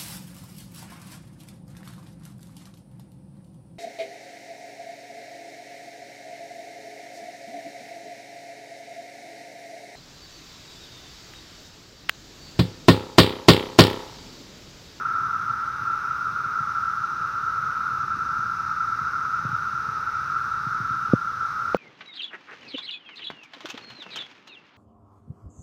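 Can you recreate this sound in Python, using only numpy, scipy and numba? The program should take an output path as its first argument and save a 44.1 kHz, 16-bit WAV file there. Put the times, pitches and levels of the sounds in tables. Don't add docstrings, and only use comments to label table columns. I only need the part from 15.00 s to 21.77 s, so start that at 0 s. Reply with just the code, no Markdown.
import sys
import numpy as np
from scipy import signal
from scipy.fft import rfft, irfft, next_fast_len
from scipy.io import wavfile
from scipy.ndimage import uniform_filter1d, minimum_filter1d
from numba import njit

SR = 44100
rng = np.random.default_rng(int(sys.argv[2]) if len(sys.argv) > 2 else 0)


def wav_out(sig):
    wavfile.write(sys.argv[1], SR, np.round(np.clip(np.atleast_2d(sig).T, -1, 1) * 32767).astype(np.int16))


def ratio_of_db(decibels):
    return 10 ** (np.asarray(decibels, float) / 20)


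N = 298557
TOP_HZ = 15000


# time in seconds, drone level in dB.
CHORUS_SWELL = [(0.0, -27), (0.3, -25.5), (0.65, -28.5), (1.3, -26.5), (1.9, -27), (2.2, -28),
                (2.75, -25.5), (3.1, -27.5), (3.45, -25.5), (3.7, -27.5), (3.95, -26), (4.6, -27.5),
                (4.9, -28), (5.5, -26.5), (6.0, -27), (6.3, -28.5), (6.5, -26), (6.77, -28)]
# frequency in Hz, density in dB per Hz.
DRONE_COLOUR = [(950, -41.5), (1120, -17.5), (1250, -6.5), (1340, 1.5), (1390, -2.5), (1430, -7),
                (1600, -20.5), (1800, -43)]


def low_drone():
    drone = groups(DRONE_COLOUR, lambda: clicks(9000, 1.06), count=14,
                   swell_db=0.38, swell_rate=1.62, flicker_db=0.45, flicker_rate=6.3)
    seconds, swell_db = np.transpose(CHORUS_SWELL)
    return drone * ratio_of_db(np.interp(np.arange(N) / SR, seconds, swell_db))


# frequency in Hz, density in dB per Hz.
STRAGGLER_COLOUR = [(700, -23.5), (780, -11), (850, 0), (1000, 0), (1150, 4), (1600, 0.5), (1760, -4.5),
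                    (2150, -11.5), (2700, -14), (3200, -27)]


def stragglers():
    spread = groups(STRAGGLER_COLOUR, lambda: clicks(12000, 1.2), count=8,
                    swell_db=0.5, swell_rate=1.9, flicker_db=1.15, flicker_rate=5.9)
    return spread * ratio_of_db(-41.5)


# frequency in Hz, density in dB per Hz.
BUZZ_COLOUR = [(2500, -14), (3100, -7.5), (3800, 0.5), (4400, -3.5), (5500, 0.5), (6100, -1.5), (6700, -11),
               (7300, -24), (8500, -33)]


def high_buzz():
    buzz = groups(BUZZ_COLOUR, lambda: clicks(22000, 1.2), count=6,
                  swell_db=-0.8, swell_rate=1.2, flicker_db=0.34, flicker_rate=12)
    start_db, rise_db_per_s = -54.1, 0.18
    return buzz * ratio_of_db(start_db + rise_db_per_s * np.arange(N) / SR)


def clicks(per_second, scatter_db):
    chance = rng.random((3, N))
    happens = chance[0] < per_second / SR
    size = ratio_of_db(-scatter_db * np.log(chance[1] + 1e-9))
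    sign = np.sign(chance[2] - 0.5)
    return level(happens * size * sign, 0)


def groups(colour, source, count, swell_db, swell_rate, flicker_db, flicker_rate):
    size = next_fast_len(N)
    hz, density_db = np.transpose(np.array(colour, float))
    octave = np.log2(np.maximum(np.arange(size // 2 + 1) * SR / size, 1))
    gain = ratio_of_db(np.interp(octave, np.log2(hz), density_db, left=-200, right=-200))
    place = (octave - np.log2(hz[0])) / np.log2(hz[-1] / hz[0]) * (count - 1)
    out = np.zeros(N)
    for k in range(count):
        share = np.cos(np.pi / 2 * np.clip(place - k, -1, 1))
        wander_db = swell_db * walk(swell_rate) + flicker_db * walk(flicker_rate)
        group = irfft(rfft(source(), size) * gain * share, size)[:N]
        out += group * ratio_of_db(wander_db)
    return level(out, 0)


def walk(rate):
    hold = int(SR / rate)
    held = rng.standard_normal(400)[np.arange(N) // hold % 400]
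    return uniform_filter1d(uniform_filter1d(held, hold), hold) * 4 / 3


def level(x, db):
    return x * ratio_of_db(db) / np.sqrt(np.mean(x ** 2))


# start in seconds, peak level in dB, first pitch in Hz, last pitch in Hz, 60 dB decay in seconds.
KNOCKS = [
    (4.4486, -38.5, 540, 500, 0.02),
    (6.1342, -1.5, 410, 123, 0.026),
    (6.1347, -17, 510, 496, 0.025),
    (6.138, -20, 131, 122, .055),
    (6.7462, -5, 830, 270, 0.006),
    (6.7458, -19, 520, 495, 0.034),
    (6.7468, -23.5, 149, 200, 0.04),
    (6.74625, -20, 2700, 2300, 0.003),
    (6.7466, -33, 4700, 4100, 0.003),
    (6.7463, -41, 7500, 6500, .003),
]
# start in seconds, peak level in dB, first pitch in Hz, 60 dB decay in seconds.
THUDS = [(.498, -34.5, 170, .089), (.809, -35, 210, .092), (1.325, -37.5, 190, .063),
         (1.458, -37, 210, .088), (1.6026, -31, 200, .063), (1.686, -40, 210, .081),
         (2.205, -34.5, 220, .08), (2.33, -36, 200, .07), (2.433, -39.5, 240, .092),
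         (2.624, -38.5, 190, .1), (3.386, -33, 224, .043), (3.475, -39, 220, .052), (4.011, -35, 210, .071),
         (4.393, -36.5, 240, .06), (4.4492, -23, 215, .064), (4.4901, -28.5, 258, .047),
         (4.5256, -27, 210, .095), (4.882, -33.5, 200, .064), (5.6665, -25.5, 235, .07),
         (5.8003, -29.5, 300, .11), (5.905, -34, 220, .08), (6.087, -33, 210, .08)]


def handling():
    case_hz = 105
    thuds = [(s, db, first_hz, case_hz, t60) for s, db, first_hz, t60 in THUDS]
    out = np.zeros(N + SR)
    for s, db, first_hz, last_hz, t60 in thuds + KNOCKS:
        at = int(s * SR)
        out[at:at + SR // 4] += ratio_of_db(db) * blow(first_hz, last_hz, t60)
    fidget = signal.fftconvolve(clicks(30, 1.4), blow(200, 95, 0.07))[:N]
    case = signal.butter(3, 42, "high", fs=SR, output="sos")
    return signal.sosfilt(case, out[:N] + level(fidget, -54))


def blow(first_hz, last_hz, t60):
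    t = np.arange(SR // 4) / SR
    turns = first_hz * t
    hz = last_hz + (first_hz - last_hz) * np.exp(-turns / 1.36)
    rise = 1 - np.exp(-(turns / 0.76) ** 2)
    decay = np.exp(-np.log(1000) * t / t60)
    wave = rise * decay * np.sin(2 * np.pi * np.cumsum(hz) / SR)
    return wave / np.abs(wave).max()


# frequency in Hz, density in dB per Hz.
RUMBLE_COLOUR = [(8, -37.5), (28, -29.5), (42, -17), (60, -4.5), (130, -0.5), (200, -6.5), (270, -11),
                 (450, -14.5), (700, -22), (1200, -30.5)]


def far_rumble():
    rumble = groups(RUMBLE_COLOUR, lambda: clicks(900, 1.6), count=8,
                    swell_db=1.16, swell_rate=2.5, flicker_db=0.8, flicker_rate=14)
    return rumble * ratio_of_db(-47.2)


# frequency in Hz, density in dB per Hz.
HISS_COLOUR = [(500, -7), (3000, -2.5), (7500, 0), (8200, 1), (10500, -2), (14000, 0), (TOP_HZ, -2)]


def microphone_hiss():
    hiss = groups(HISS_COLOUR, lambda: rng.standard_normal(N), count=4,
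                  swell_db=0.2, swell_rate=1.1, flicker_db=0.3, flicker_rate=11)
    return level(hiss, -65.5)


def scene():
    cicadas = low_drone() + stragglers() + high_buzz()
    return (cicadas + handling() + far_rumble() + microphone_hiss())[None]


@njit
def follow(x, top, release):
    e, out = top, np.empty(len(x))
    for i in range(len(x)):
        e = max(abs(x[i]), top + (e - top) * release)
        out[i] = e
    return out


def limiter(dry):
    top, ratio = float(ratio_of_db(-9)), 1.2
    hold_s, release_s = 0.22, 0.04
    hold = int(hold_s * SR) // 2 * 2 + 1
    held = -minimum_filter1d(-np.abs(dry[0]), hold, origin=hold // 2)
    peak = follow(held, top, float(np.exp(-1 / (release_s * SR))))
    return dry * uniform_filter1d((top / peak) ** (1 - 1 / ratio), size=200, origin=99)


def top_cut(x):
    return signal.sosfilt(signal.butter(12, 15690, fs=SR, output="sos"), x)


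def record(dry):
    low_pass = signal.ellip(8, 0.2, 70, TOP_HZ, fs=SR, output="sos")
    mix = signal.sosfilt(low_pass, limiter(dry)) + 0.0003
    return top_cut(mix)


dry = scene()
out = record(dry)
wav_out(out)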